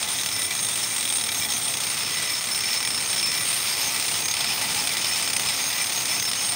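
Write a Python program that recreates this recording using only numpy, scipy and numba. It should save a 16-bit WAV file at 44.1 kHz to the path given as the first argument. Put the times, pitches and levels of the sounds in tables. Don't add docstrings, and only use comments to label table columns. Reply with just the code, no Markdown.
import sys
import numpy as np
from scipy import signal
from scipy.fft import rfft, irfft
from scipy.io import wavfile
from scipy.ndimage import uniform_filter1d
from numba import njit

SR = 44100
rng = np.random.default_rng(int(sys.argv[2]) if len(sys.argv) > 2 else 0)


def linear_from_db(decibels):
    return 10 ** (np.asarray(decibels, float) / 20)


def wrap_up_sound(samples):
    columns = np.atleast_2d(samples).T
    tamed = np.clip(columns, -1, 1)
    steps = np.round(tamed * 32767).astype(np.int16)
    wavfile.write(sys.argv[1], SR, steps)


N = 288855


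# [t/s, pressure/dB, hollowness/dB]
LEAN = [(0, -0.5, 3), (.45, -3, -2), (.9, -2, -0.5), (1.7, -3, 2.5), (2.05, 1, -5), (2.48, -1, -5),
        (2.71, 0, -0.5), (3.0, 0.5, 0.5), (3.4, -0.4, -5), (3.6, 1, -7), (3.8, 2, 3.5), (4.07, 0, 0.5),
        (4.5, 2, 3), (4.74, 1, 4), (5.0, 1.5, 1), (6.1, 1, 2.5), (6.32, 1, -1), (6.55, 0.5, 3)]


def grinding():
    press_db, hollowness_db = curves(LEAN)
    force, soft, blows = contact(press_db)
    spikes_db = 2.0 * np.minimum(rng.exponential(1, (3, N)), 3)
    grains = rng.standard_normal((3, N)) * linear_from_db(spikes_db)
    out = grit(grains[0], force, soft, press_db)
    out = out + guard(grains[1], force, blows, press_db)
    out = out + hollow_wall(grains[1], soft, hollowness_db)
    out = out + dust(grains[2], force + soft)
    drive = force ** 0.41
    free = cup_freed()
    out = out + cup(drive, press_db, free)
    out = out + pressed_cup(drive, press_db)
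    return out + cup_overtones(drive, free)


# [first landing t/s, last landing t/s, rate/Hz, peak level/dB]
CHATTER_RUNS = [(.181, .211, 67, -17), (.2335, 0.3146, 36, -15), (0.363, 0.447, 38, -16),
                (.5506, 0.59, 71, -18), (0.628, 0.686, 51, -15), (.9617, .9996, 53, -17),
                (1.0276, 1.1245, 41, -15), (1.1556, 1.266, 36, -16), (1.289, 1.3455, 34, -13),
                (1.397, 1.449, 59, -19), (1.486, 1.536, 58, -18), (1.645, 1.675, 57, -19),
                (1.738, 1.9, 31, -16.5), (2.0647, 2.185, 24, -27), (2.409, 2.47, 33, -21),
                (2.547, 2.636, 33, -16), (2.804, 2.873, 45, -11), (3.096, 3.261, 30.5, -18),
                (3.451, 3.5274, 39, -29), (3.7277, 3.769, 45, -24), (4.255, 4.3673, 36, -10),
                (5.132, 5.159, 64, -27), (5.276, 5.3, 39, -12), (5.332, 5.396, 31, -8.5),
                (5.701, 5.779, 38, -18), (5.842, 6.002, 37, -15), (6.198, 6.278, 38.5, -10.5),
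                (6.314, 6.352, 53, -11.5), (6.447, 6.521, 26.5, -17)]
# [t/s, peak level/dB]
KNOCKS = [(0.0267, -12), (.0864, -13), (.5057, -19), (0.7563, -18), (2.5107, -19), (2.729, -12),
          (2.9447, -15), (2.976, -18), (3.3144, -17), (3.3755, -14), (3.563, -13), (5.225, -13),
          (3.9104, -15.5), (3.9446, -18), (3.998, -9.5), (4.023, -18), (4.082, -13.5), (4.141, -15),
          (4.2228, -18), (4.406, -10), (4.4438, -14), (4.4657, -20), (4.6124, -11), (4.7456, -23),
          (4.8723, -8.5), (4.9693, -13), (5.0446, -12), (5.487, -14), (5.577, -16), (6.055, -12)]


def landings():
    runs = []
    for first, last, rate_hz, db in CHATTER_RUNS:
        count = round((last - first) * rate_hz) + 1
        runs += [(s, db) for s in np.linspace(first, last, count)]
    s, peak_db = np.transpose(runs + KNOCKS)
    scatter_db, stray_hz, stray_db = 1.1, 16, -22
    chance = rng.random((200, 2))
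    stray_s = np.cumsum(0.3 + 1.4 * chance[:, 0]) / stray_hz
    s = np.append(s, stray_s)
    peak_db = peak_db + scatter_db * rng.standard_normal(len(peak_db))
    peak_db = np.append(peak_db, stray_db + 6 * (chance[:, 1] - 0.5))
    inside = s * SR < N
    return s[inside], peak_db[inside]


def contact(press_db):
    s, peak_db = landings()
    hard = linear_from_db(peak_db - press_db[(s * SR).astype(int)] + 21.5)
    lift_from_db, lift_per_db = -17.5, 0.5
    lifts = [(a - 0.02, b - a + 0.028, max(db - lift_from_db, 0)) for a, b, _, db in CHATTER_RUNS]
    hop = linear_from_db(-lift_per_db * spans(lifts, edge_s=0.023))
    skip_hz = 68.5
    chance = rng.random((600, 2))
    skip_s = np.cumsum(0.75 + 0.5 * chance[:, 0]) / skip_hz
    light = hop * bursts(skip_s, 0.81 + 0.5 * chance[:, 1], decay_s=0.0022)
    flight = bursts(N / SR - s, np.minimum(hard, 1), decay_s=0.0089)[::-1]
    rub = hop * linear_from_db(1.62 * walk(25) - 6.7 * np.minimum(flight, 1))
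    blows = light + bursts(s, hard, decay_s=0.0026)
    return rub + blows, np.sqrt(rub) + 0.44 * blows, 0.57 * rub + blows


# [f/Hz, level per Hz/dB]
GRIT_SPECTRUM = [(250, -32), (400, -14.5), (900, -9), (1300, -5.5), (1650, -8.5), (2000, -1.5), (2600, 0.5),
                 (3600, -1), (4400, 0), (5200, 1.5), (5800, -8.5), (7000, -14), (9000, -43)]


def grit(grains, force, soft, press_db):
    low = 1 / (1 + (np.fft.rfftfreq(N, 1 / SR) / 1700) ** 6)
    thrum = irfft(rfft(colour(grains * soft, GRIT_SPECTRUM)) * low, N)
    bright = irfft(rfft(colour(grains * force, GRIT_SPECTRUM)) * (1 - low), N)
    return level(thrum, -39.5) * linear_from_db(0.56 * press_db) + level(bright, -32) * linear_from_db(press_db)


# [f/Hz, width/Hz, level/dB]
GUARD_MODES = [(3380, 260, -1), (3620, 260, 0), (3850, 220, -2.5)]


def guard(grains, force, blows, press_db):
    hits = (blows - 0.33 * force).clip(1e-6) ** 0.8
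    ping = level(resonate(grains * hits, GUARD_MODES, wander=0.008), -35)
    turn_db = 1.0 * walk(3.85) + spans([(2.35, 9, -4)], edge_s=0.33)
    return ping * linear_from_db(0.6 * press_db + turn_db)


# [f/Hz, width/Hz, level/dB]
HOLLOW_MODES = [(714, 54, -2), (853, 115, 1.5), (221, 9.7, -13), (151, 15, -12.5), (271.2, 16, -11.5)]


def hollow_wall(grains, soft, hollowness_db):
    return level(resonate(grains * soft, HOLLOW_MODES, wander=0.014), -48) * linear_from_db(2.05 * hollowness_db)


# [f/Hz, level per Hz/dB]
DUST_SPECTRUM = [(4500, -31), (5600, 1.5), (6800, -0.5), (8000, -2), (8800, 5.5), (9600, -4), (10500, -8.5),
                 (11500, -13), (12700, -13), (13600, -18), (14300, -8), (14700, -4), (15700, -2.5),
                 (16500, -10)]


def dust(grains, force):
    return level(colour(grains * force, DUST_SPECTRUM), -31.5) * linear_from_db(0.97 * walk(5))


# [start t/s, length/s, level/dB]
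DOME_FREE = [(0.346, 0.064, -31), (0.484, 0.035, -28.5), (1.284, 0.046, -37), (1.42, 0.032, -28),
             (2.118, 0.23, -34), (2.617, 0.14, -33), (2.81, 0.074, -32.5), (3.223, 0.22, -33),
             (3.823, 0.08, -34.5), (3.938, 0.055, -31.5), (4.078, 0.046, -40), (4.295, 0.037, -31),
             (4.408, 0.062, -34), (4.62, 0.044, -32), (4.88, 0.12, -34.5), (5.078, 0.038, -32),
             (5.255, 0.38, -36.5), (5.68, 0.17, -34), (6.096, 0.058, -31.5)]
RIM_FREE = [(0.311, 0.17, -31.5), (0.82, 0.039, -27), (1.205, 0.05, -42), (1.347, 0.03, -36),
            (1.411, 0.036, -31), (1.818, 0.036, -40), (1.956, 0.172, -33.5), (2.153, 0.05, -40),
            (2.273, 0.152, -34), (2.526, 0.26, -29), (2.802, 0.22, -30.5), (3.071, 0.34, -30),
            (3.542, 0.3, -35), (3.869, 0.098, -35), (4.364, 0.034, -40), (4.45, 0.098, -34),
            (4.639, 0.04, -32), (5.017, 0.168, -33), (5.23, 0.054, -34), (5.492, 0.082, -30),
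            (5.761, 0.089, -34), (6.076, 0.102, -38), (6.234, 0.1, -32), (6.441, 0.1, -32.5)]
SKIRT_FREE = [(0.155, 0.12, -38.5), (0.56, 0.118, -38), (1.266, 0.053, -37), (1.352, 0.06, -34.5),
              (1.5, 0.082, -38), (1.913, 0.042, -38), (3.82, 0.076, -33), (4.072, 0.03, -41),
              (4.219, 0.11, -36), (4.565, 0.068, -45), (5.109, 0.056, -37), (5.361, 0.055, -36),
              (5.544, 0.51, -39), (6.113, 0.13, -33.5), (6.357, 0.12, -41)]
SEGMENTS_FREE = [(0.38, 0.083, -26), (0.6, 0.174, -27.5), (0.827, 0.18, -29), (1.085, 0.16, -26.5),
                 (1.607, 0.126, -26), (2.541, 0.036, -28), (2.932, 0.06, -30), (3.056, 0.084, -27),
                 (3.186, 0.078, -30), (3.429, 0.23, -28.5), (3.928, 0.058, -33), (5.343, 0.031, -22),
                 (5.796, 0.058, -27), (6.42, 0.11, -25)]


def cup_freed():
    parts = DOME_FREE, RIM_FREE, SKIRT_FREE, SEGMENTS_FREE
    return [spans([(s, length, linear_from_db(db)) for s, length, db in rows], edge_s=0.055) for rows in parts]


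# [f/Hz, width/Hz, level/dB]
DOME = [(1995, 50, 0), (2340, 60, 1)]
RIM = [(5313, 32, 0), (5400, 60, -12)]
SKIRT = [(6455, 28, 0), (6102, 32, -9)]
SEGMENTS = [(8470, 50, 0), (8728, 55, -1), (9052, 40, -1.5), (9192, 50, 1.5)]
HELD_DB = (-42.5, -39.5, -40, -33)


def cup(drive, press_db, free):
    follow_press = [0, 0, 0, -0.19]
    held = linear_from_db(np.array(HELD_DB)[:, None] + np.outer(follow_press, press_db))
    parts = DOME, RIM, SKIRT, SEGMENTS
    out = 0
    for rest, swell, modes, trim_db in zip(held, free, parts, (-1.5, 0.0, 4.5, -3.0)):
        tone = level(ring(drive, modes, choke_db=2.8), 0)
        out = out + np.hypot(rest, linear_from_db(trim_db) * swell) * tone
    return out


# [f/Hz, width/Hz, level/dB]
PRESSED_MODES = [(2500, 80, 0), (3000, 60, -4), (4783, 45, -1), (5200, 70, 1), (5050, 90, -3)]


def pressed_cup(drive, press_db):
    return level(ring(drive, PRESSED_MODES), -42.5) * linear_from_db(4.3 * press_db)


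# [f/Hz, width/Hz, level/dB]
OVERTONES = [(11322, 28, -55), (11685, 32, -57), (11882, 38, -55), (12258, 30, -58), (13010, 60, -55),
             (13940, 50, -52), (15422, 65, -48.5), (15600, 70, -57), (13330, 70, -65), (14600, 80, -63)]


def cup_overtones(drive, free):
    _, rim, skirt, _ = free
    swell = linear_from_db(0.4 + 2.8 * walk(3.52)) * (1 + 15 * rim + 15 * skirt)
    return swell * ring(drive, OVERTONES, choke_db=5.0)


def ring(drive, modes, choke_db=4.5):
    out = 0
    for hz, width_hz, db in modes:
        grip = walk(35, slew=0.12)
        noise = drive * rng.standard_normal(N)
        centre_hz = hz * (1 + 0.0023 * walk(12) + 0.0013 * walk(2.475))
        tone = svf(noise, centre_hz, width_hz * linear_from_db(-1.5 * grip))
        out = out + level(tone * linear_from_db(choke_db * grip), db)
    return out


def resonate(x, modes, wander):
    out = 0
    for hz, width_hz, db in modes:
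        centre_hz = hz * (1 + wander * walk(50, slew=0.16))
        wide_hz = np.full(N, 0.96 * width_hz)
        once = svf(x, centre_hz, wide_hz)
        out = out + level(svf(once, centre_hz, wide_hz), db)
    return out


# [t/s, armature f/Hz]
MOTOR_SPEED = [(0, 345), (.2, 331), (.47, 344), (.7, 332), (.9, 350), (1.7, 328), (2.13, 356), (2.75, 353),
               (3.03, 335), (3.3, 357), (3.85, 372), (4.42, 343), (4.76, 325), (4.96, 353), (5.3, 333),
               (5.55, 351), (5.82, 328), (6.15, 351)]


def motor():
    hz = uniform_filter1d(curves(MOTOR_SPEED)[0], size=3000)
    turn = 2 * np.pi * np.cumsum(hz * (1 + 0.0044 * walk(40))) / SR
    hum_db = -59 + 0.14 * (hz - 342) + 4.4 * walk(9)
    hum = linear_from_db(hum_db) * (1.5 * np.sin(turn) + 0.31 * np.sin(2 * turn))
    gear_ratio = 3.17
    spindle = linear_from_db(-58 + 4 * walk(7)) * np.sin(turn / gear_ratio)
    return hum + spindle + fan(hz)


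# [start t/s, length/s, level/dB]
VENTS = [
    (0, 0.63, -52),
    (.84, .14, -54),
    (1.95, .25, -58),
    (2.7, .15, -54),
    (3.03, .3, -55),
    (3.45, .48, -44),
    (4.423, 0.57, -43),
    (5.25, .35, -59),
    (5.8, .3, -49),
]


def fan(armature_hz):
    fan_order = 31
    blades = np.sin(2 * np.pi * np.cumsum(fan_order * armature_hz + 55 * walk(140)) / SR)
    vents = spans([(s, length, linear_from_db(db)) for s, length, db in VENTS], edge_s=0.1)
    return vents * linear_from_db(3 * walk(18) + 0.5) * blades


# [f/Hz, level per Hz/dB]
RUMBLE_SPECTRUM = [(15, -55), (25, -32.5), (102, 2), (174, -1), (267, -1.5), (384, -9), (448, -4.5),
                   (584, -9), (700, -9.5), (910, -25), (1540, -120)]


def wall_rumble():
    white = rfft(rng.standard_normal(N))
    hz, db = np.transpose(RUMBLE_SPECTRUM)
    shape_db = np.interp(np.log(np.fft.rfftfreq(N, 1 / SR) + 1), np.log(hz), db)
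    return level(irfft(white * linear_from_db(shape_db), N) * linear_from_db(1.1 * walk(5)), -44.7)


def level(x, db):
    return x * linear_from_db(db) / np.sqrt(np.mean(x ** 2))


def curves(table):
    s, *columns = np.transpose(table)
    return [np.interp(np.arange(N) / SR, s, c) for c in columns]


def colour(x, spectrum):
    hz, db = np.transpose(spectrum)
    gain = linear_from_db(np.interp(np.log(np.arange(1, 1026) * SR / 2048), np.log(hz), db))
    response = np.roll(irfft(gain), 1024) * np.hanning(2048)
    return signal.fftconvolve(x, response, "same")


def walk(rate_hz, slew=1.0):
    k = int(SR / rate_hz)
    held = np.repeat(rng.standard_normal(N // k + 1), k)
    held = np.roll(held, rng.integers(k))[:N]
    return uniform_filter1d(held, max(int(k * slew), 1))


@njit
def svf(x, hz, width_hz):
    y, band, low = np.empty(len(x)), 0., 0.
    for i in range(len(x)):
        g = np.tan(np.pi * hz[i] / SR)
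        k = width_hz[i] / hz[i]
        v = (band + g * (x[i] - low)) / (1 + g * (g + k))
        band = 2 * v - band
        low = low + 2 * g * v
        y[i] = k * v
    return y


def bursts(s, size, decay_s):
    kick = np.zeros(N)
    inside = s * SR < N
    np.add.at(kick, (s[inside] * SR).astype(int), size[inside])
    decay = signal.lfilter([1], [1, -np.exp(-1 / (decay_s * SR))], kick)
    return uniform_filter1d(decay, size=90)


def spans(rows, edge_s):
    steps = np.zeros(N + 1)
    for start, length, height in rows:
        steps[min(int(start * SR), N)] += height
        steps[min(int((start + length) * SR), N)] -= height
    return uniform_filter1d(np.cumsum(steps)[:N], max(int(edge_s * SR), 1))


def scene():
    return (grinding() + motor() + wall_rumble())[None]


def band_limit(x):
    return signal.sosfilt(signal.butter(12, 17100, fs=SR, output="sos"), x)


def record(dry):
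    top_hz = 15715
    cut = signal.sosfilt(signal.ellip(12, 0.2, 75, top_hz, fs=SR, output="sos"), dry)
    return band_limit(cut)


dry = scene()
out = record(dry)
wrap_up_sound(out)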